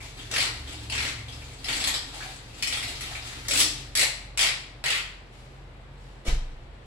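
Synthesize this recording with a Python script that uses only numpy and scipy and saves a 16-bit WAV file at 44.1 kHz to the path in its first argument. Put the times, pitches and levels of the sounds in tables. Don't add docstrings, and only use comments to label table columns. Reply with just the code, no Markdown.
import sys
import numpy as np
from scipy import signal
from scipy.fft import rfft, irfft, next_fast_len
from scipy.io import wavfile
from scipy.ndimage import uniform_filter1d

SR = 44100
rng = np.random.default_rng(int(sys.argv[2]) if len(sys.argv) > 2 else 0)


def to_wav(s):
    ch = np.atleast_2d(s).T
    pcm = np.round(np.clip(ch, -1, 1) * 32767)
    wavfile.write(sys.argv[1], SR, pcm.astype(np.int16))


N = 302516
T = np.arange(N) / SR


def from_db(db):
    return 10 ** (np.asarray(db) / 20)


def rms_one(x):
    return x / np.sqrt(np.mean(x ** 2) + 1e-20)


def at_hz(points, hz):
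    f, value = np.transpose(points)
    return np.interp(np.log(np.maximum(hz, 1)), np.log(f), value)


def drift(rate):
    knots = rng.standard_normal(4096)
    zigzag = np.interp(T * rate, np.arange(len(knots)), knots)
    return rms_one(uniform_filter1d(zigzag, int(SR / rate / 2)))


def coloured(x, points, keep_power=True):
    size = 4096
    cepstrum = irfft(np.log(from_db(at_hz(points, np.arange(size // 2 + 1) * SR / size))))
    cepstrum[1:size // 2] *= 2
    cepstrum[size // 2 + 1:] = 0
    pulse = irfft(np.exp(rfft(cepstrum)))
    if keep_power:
        pulse = pulse / np.linalg.norm(pulse)
    return signal.oaconvolve(x, pulse.reshape((1,) * (x.ndim - 1) + (-1,)), axes=-1)[..., :N]


def ring(clicks, hz, ring_s):
    decay = from_db(-60 / (ring_s * SR))
    step = 2 * np.pi * hz / SR
    return signal.lfilter([0, np.sin(step)], [1, -2 * decay * np.cos(step), decay ** 2], clicks + 1e-18)


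def add(out, s, sound):
    i = max(0, round(s * SR))
    out[..., i:i + sound.shape[-1]] += sound[..., :N - i]


def grains(per_s, spread_db):
    sizes = from_db(spread_db * np.minimum(rng.exponential(1, N), 4)) * rng.choice([-1, 1], N)
    return sizes * (rng.random(N) < per_s / SR)


def swell(s, attack_s, hold_s, fade_db_per_s):
    return np.clip((T - s) / attack_s, 0, 1) * from_db(-fade_db_per_s * np.maximum(T - s - hold_s, 0))


# (pitch [Hz], level [dB], unsteadiness [0-1])
HUM_TONES = [(44.5, -50, 0.26), (92.3, -63.5, .7), (123, -59.5, 0.93), (136.3, -57.5, 1)]
# (time [s], lower tone's level [dB], upper tone's level [dB])
MOTOR_LEVELS = [(0, -51.5, -52.5), (.95, -44.5, -46), (1.85, -49.5, -51.5), (2.2, -57, -59),
                (3.3, -50, -52.5), (4.6, -58, -55), (5.0, -59.5, -82), (6.86, -54, -66)]
def appliance_hum(motor_hz, motor_gain_db, unsteady):
    hum = sum(from_db(db) * wavering_tone(hz, shake) for hz, db, shake in HUM_TONES)
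    times, *curves = np.transpose(MOTOR_LEVELS)
    for hz, levels in zip(motor_hz, curves):
        hum += from_db(np.interp(T, times, levels) + motor_gain_db) * wavering_tone(hz, unsteady)
    return hum


def wavering_tone(hz, unsteady):
    wander = 1 + unsteady * (drift(11) + 1j * drift(11))
    return rms_one(np.real(wander * np.exp(2j * np.pi * (hz * T + rng.random()))))


# (frequency [Hz], level [dB])
AIR_COLOUR = [(30, -7), (45, -1.5), (70, 6), (125, 6.5), (170, -0.5), (400, -2), (800, -3.5), (1300, -8),
              (2200, -10.5), (4000, -17.5), (6300, -31), (10000, -32.5), (15000, -40)]
def room_air(level_db):
    noise = diffuse_noise(next_fast_len(N))[:, :N]
    return from_db(level_db) * rms_one(coloured(noise, AIR_COLOUR))


# (start [s], length [s], splashing [dB], drumming [dB])
WATER_SPURTS = [(-.06, 0.027, -40.5, -59), (.66, 0.078, -45, -48.5), (1.28, 0.22, -54.5, -64),
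                (2.1, 0.17, -43.5, -62), (3.02, 0.37, -43, -56), (3.32, 0.26, -45.5, -46)]
def water_flow(trickle_db=(-50.5, -54), dry_from_s=3.8, drying_db_per_s=90, drips_db=-19.5):
    drying_db = np.maximum(-drying_db_per_s * np.maximum(T - dry_from_s, 0), drips_db)
    power = np.outer(from_db(trickle_db), from_db(drying_db)) ** 2
    for s, length, *_, splash_db, drum_db in [*MOP_TWISTS, *WATER_SPURTS]:
        gush = swell(s, attack_s=0.035, hold_s=length, fade_db_per_s=88.5)
        power += np.outer(from_db([splash_db, drum_db]), gush) ** 2
    return np.sqrt(power)


# (frequency [Hz], level [dB])
SPLASH_COLOUR = [(150, -33), (300, 5), (450, -6), (750, -4.5), (1100, -3.5), (1700, -4), (2300, -0.5),
                 (3300, -1), (4300, 0), (6000, -5.5), (8000, -7), (11000, -6), (13000, -10.5), (16000, -18)]
# (pitch [Hz], level [dB], ring time [s])
BUCKET_NOTES = [(150.5, -7.5, 0.06), (276, -3.5, 0.067), (306.5, 3, 0.083), (382, 0.5, 0.043),
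                (444, -3, 0.037), (740, -26.5, 0.036)]
def falling_water(drops_per_s, spread_db, ring_cycles, bubble_db, surge_db, bucket_db):
    splash_gain, drum_gain = water_flow()
    drops = grains(drops_per_s, spread_db)
    pitches = np.geomspace(500, 9000, 28)
    choice = rng.integers(0, 3 * len(pitches), N)
    bubbles = sum(hz * ring(drops * (choice == k), hz, ring_cycles / hz) for k, hz in enumerate(pitches))
    crackle = rms_one(drops) + from_db(bubble_db) * rms_one(bubbles)
    splash = rms_one(coloured(crackle, SPLASH_COLOUR))
    drum = rms_one(sum(from_db(db) * ring(drops, hz, ring_s) for hz, db, ring_s in BUCKET_NOTES))
    surges = from_db(surge_db * drift(21.715))
    return (splash * splash_gain + from_db(bucket_db) * drum * drum_gain) * surges


# (time [s], level [dB], bubble pitch [Hz])
WATER_PLOPS = [(.005, -29, 2270), (.675, -25.5, 3330), (1.188, -30.5, 2140), (1.283, -27.5, 3400),
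               (1.325, -28.5, 5140), (1.42, -34.5, 2340), (2.14, -33.5, 810), (2.206, -24.5, 1640),
               (2.225, -25.5, 2420), (2.26, -35.5, 740), (3.03, -23, 3640), (3.153, -22, 2350),
               (3.35, -41, 300), (3.49, -30, 555)]
def plops(ring_cycles, rise, splash_db, splash_s):
    t, tones, splashes = T[:SR // 6], np.zeros(N), np.zeros(N)
    for s, db, hz in WATER_PLOPS:
        age = t * hz / ring_cycles
        phase = 2 * np.pi * hz * t * (1 + rise * np.minimum(age, 2))
        add(tones, s, from_db(db - 60 * age) * np.sin(phase))
        add(splashes, s, from_db(db + splash_db) * rng.standard_normal(len(t)) * np.exp(-t / splash_s))
    return tones + coloured(splashes, SPLASH_COLOUR)


# (start [s], length [s], teeth [count], speeding up [-1 to 1], first tooth [dB], middle tooth [dB],
#  last tooth [dB], first treble [dB], last treble [dB], hollow knock [dB], splashing [dB], drumming [dB])
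MOP_TWISTS = [ (.314, 0.16, 8, 0, -14.5, -10.5, -22, -6, -2, 0.5, -58, -51),
              (0.899, 0.18, 8, -0.024, -17, -16, -19.5, -32, -7, -2, -41, -45),
              (1.644, 0.23, 7, 0.1, -15, -16, -11.5, -10, 2, -18, -35.5, -41.5),
              (2.625, 0.26, 6, -0.13, -12, -16.5, -20.5, 2.5, -5.5, -13, -38.5, -46),
              (3.484, 0.13, 8, .55, -18, -14, -17.5, 9, 14.5, 5, -46, -45),
              (3.953, .077, 5, .24, -12, -6.5, -9, 7.5, 0, -7.5, -59, -95),
              (4.375, 0.11, 7, -0.042, -13, -7.5, -16.5, 4, -4.5, -4, -70, -91),
              (4.840, .135, 7, -.1, -16.5, -13.5, -21, -1.5, -4, 7, -70, -74)]
# (time [s], level [dB], treble [dB], hollow knock [dB])
CATCH_SLIPS = [(1.941, -12.5, -2, -9), (3.009, -27, 8.5, 11)]
def ratchet_teeth(jitter_s=0.002, scatter_db=1.0):
    snaps = list(CATCH_SLIPS)
    for s, length, count, speeding, first, middle, last, *trebles, knock, _, _ in MOP_TWISTS:
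        turn = np.linspace(0, 1, count)
        late, harder = rng.standard_normal((2, count))
        times = s + length * turn * (1 + speeding * (1 - turn)) + jitter_s * late * (turn > 0)
        force = np.interp(turn, [0, .5, 1], [first, middle, last]) + scatter_db * harder
        treble = np.interp(turn, [0, 1], trebles)
        snaps += zip(times, force, treble, np.full(count, knock))
    return snaps


# (frequency [Hz], level [dB])
SLEEVE_COLOUR = [(100, -21.5), (250, -19.5), (500, -13.5), (1000, -15.5), (1650, -9.5), (2100, -0.5),
                 (3200, -2), (4500, -2), (6000, -7.5), (7000, -9), (8000, -7.5), (11000, -6.5),
                 (13000, -14), (16000, -18.5)]
# (pitch [Hz], level [dB], ring time [s])
HANDLE_NOTES = [(1930, -39, 0.11), (2660, -55.5, .06), (3670, -58, .05), (6000, -46, 0.044),
                (8000, -37.5, 0.004), (11040, -47.5, 0.0067)]
def ratchet(gain_db, snap_s, rasp, treble_hz, knock_hz):
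    t, snaps = T[:SR // 100], np.zeros((2, N))
    echoes = [room_echo() for _ in range(19)]
    low_pass = signal.butter(1, treble_hz, fs=SR)
    hollow = signal.butter(1, [knock_hz / 2, knock_hz], "band", fs=SR)
    for k, (s, db, treble_db, knock_db) in enumerate(ratchet_teeth()):
        snap = rasp * rng.standard_normal(len(t)) * np.exp(-t / snap_s)
        snap[0] += 1
        snap *= from_db(db + gain_db) / np.linalg.norm(snap)
        dull = signal.lfilter(*low_pass, snap)
        knock = from_db(knock_db) * signal.lfilter(*hollow, snap)
        snap = dull + from_db(treble_db) * (snap - dull) + knock
        add(snaps, s, signal.fftconvolve(snap[None], echoes[k % len(echoes)], axes=-1))
    handle = sum(from_db(db) * ring(snaps, hz, ring_s) for hz, db, ring_s in HANDLE_NOTES)
    return coloured(snaps, SLEEVE_COLOUR) + handle


# (start [s], level [dB])
MOP_RUBS = [(5.29, -57), (5.96, -62.5)]
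def mop_rustle(strings, attack_s, fade_db_per_s):
    gain = sum(from_db(db) * swell(s, attack_s, attack_s, fade_db_per_s) for s, db in MOP_RUBS)
    return gain * coloured(strings, SPLASH_COLOUR)


# (frequency [Hz], level [dB])
WET_SLAP_COLOUR = [(60, 8.5), (130, 3), (400, 6), (850, -1.5), (2300, 0), (5500, -3), (8000, -9.5),
                   (11000, -9), (13000, -13), (16000, -25)]
def mop_slap(strings, at_s, level_db):
    landing = swell(at_s, attack_s=0.028, hold_s=0.032, fade_db_per_s=450)
    return from_db(level_db) * landing * coloured(strings, WET_SLAP_COLOUR)


# (time [s], level [dB])
FLOOR_BLOWS = [(6.279, -24.5), (6.325, -24)]
# (pitch [Hz], level [dB], ring time [s])
FLOOR_NOTES = [(25.6, 1.5, 0.65), (44.5, 2.5, 0.28), (67, -14, .13), (138, -10, 0.39)]
def floor_thud(soft_hz):
    blows = np.zeros(N)
    for s, db in FLOOR_BLOWS:
        add(blows, s, from_db([db]))
    blows = signal.sosfilt(signal.butter(2, soft_hz, fs=SR, output="sos"), blows + 1e-18)
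    return sum(from_db(db) * ring(blows, hz, ring_s) for hz, db, ring_s in FLOOR_NOTES)


# (frequency [Hz], likeness [0-1])
STEREO_LIKENESS = [(30, 0.098), (120, 0.95), (250, 0.81), (500, 0.61), (1000, 0), (3000, 0.0034),
                   (16000, 0)]
def diffuse_noise(size):
    mid, side = rfft(rng.standard_normal((2, size)))
    alike = at_hz(STEREO_LIKENESS, np.arange(len(mid)) * SR / size)
    return irfft(np.sqrt(1 + alike) * mid + np.sqrt(1 - alike) * side * [[1], [-1]], size)


# (frequency [Hz], ring time [s])
ROOM_RING_TIMES = [(100, 0.42), (300, 0.28), (800, 0.78), (2500, 0.55), (5500, 0.63), (9000, 0.41),
                   (15000, 0.26)]
def room_echo(direct_db=-9, early_db=1, early_s=0.063, build_s=0.0014):
    t = T[:2 ** 15]
    spectrum = rfft(diffuse_noise(len(t)))
    hz = np.arange(len(t) // 2 + 1) * SR / len(t)
    centres = np.geomspace(100, 16000, 8)
    tail = 0
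    for centre, share in zip(centres, np.eye(len(centres))):
        band = irfft(spectrum * at_hz(np.c_[centres, share], hz), len(t))
        tail = tail + band * from_db(-60 * t / at_hz(ROOM_RING_TIMES, centre))
    tail *= (1 + from_db(early_db) * np.exp(-t / early_s)) * np.minimum(t / build_s, 1)
    tail /= np.sqrt(np.sum(tail ** 2) / 2)
    tail[[0, 1], [4, 0]] += from_db(direct_db)
    return tail


def in_room(x):
    return signal.oaconvolve(x[None], room_echo(), axes=-1)[:, :N]


def scene():
    hum = appliance_hum(motor_hz=(69.8, 112.8), motor_gain_db=-1, unsteady=0.39)
    air = room_air(level_db=-51.5)
    water = falling_water(drops_per_s=2200, spread_db=5.5, ring_cycles=21,
                          bubble_db=-7, surge_db=2, bucket_db=-1)
    lumps = plops(ring_cycles=30, rise=0.0257, splash_db=-13.5, splash_s=0.0091)
    creaks = ratchet(gain_db=15.5, snap_s=0.0015, rasp=0.17, treble_hz=6860, knock_hz=1580)
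    strings = rms_one(grains(per_s=5000, spread_db=5))
    rustle = mop_rustle(strings, attack_s=0.047, fade_db_per_s=46.5)
    slap = mop_slap(strings, at_s=6.245, level_db=-29)
    thud = floor_thud(soft_hz=150)
    return hum + air + in_room(water) + in_room(lumps) + creaks + in_room(rustle + slap) + thud


# (frequency [Hz], gain [dB])
LEFT_MIC = [(500, 1.5), (1200, 1.5), (2000, 3), (3200, 2.5), (6800, 3), (7900, 8.5), (9000, -6.5),
            (10500, -12), (12000, -19), (15000, -7.5)]
RIGHT_MIC = [(500, 1.5), (2000, 0), (3200, 1), (6000, -1.5), (7900, -5), (9400, -2.5), (10700, 3.5),
             (12000, -5.5), (15000, -9.5)]
def record(dry):
    sides = [coloured(x, mic, keep_power=False) for x, mic in zip(dry, (LEFT_MIC, RIGHT_MIC))]
    return signal.sosfilt(signal.ellip(10, .2, 80, 16000, fs=SR, output="sos"), np.array(sides))


dry = scene()
out = record(dry)
to_wav(out)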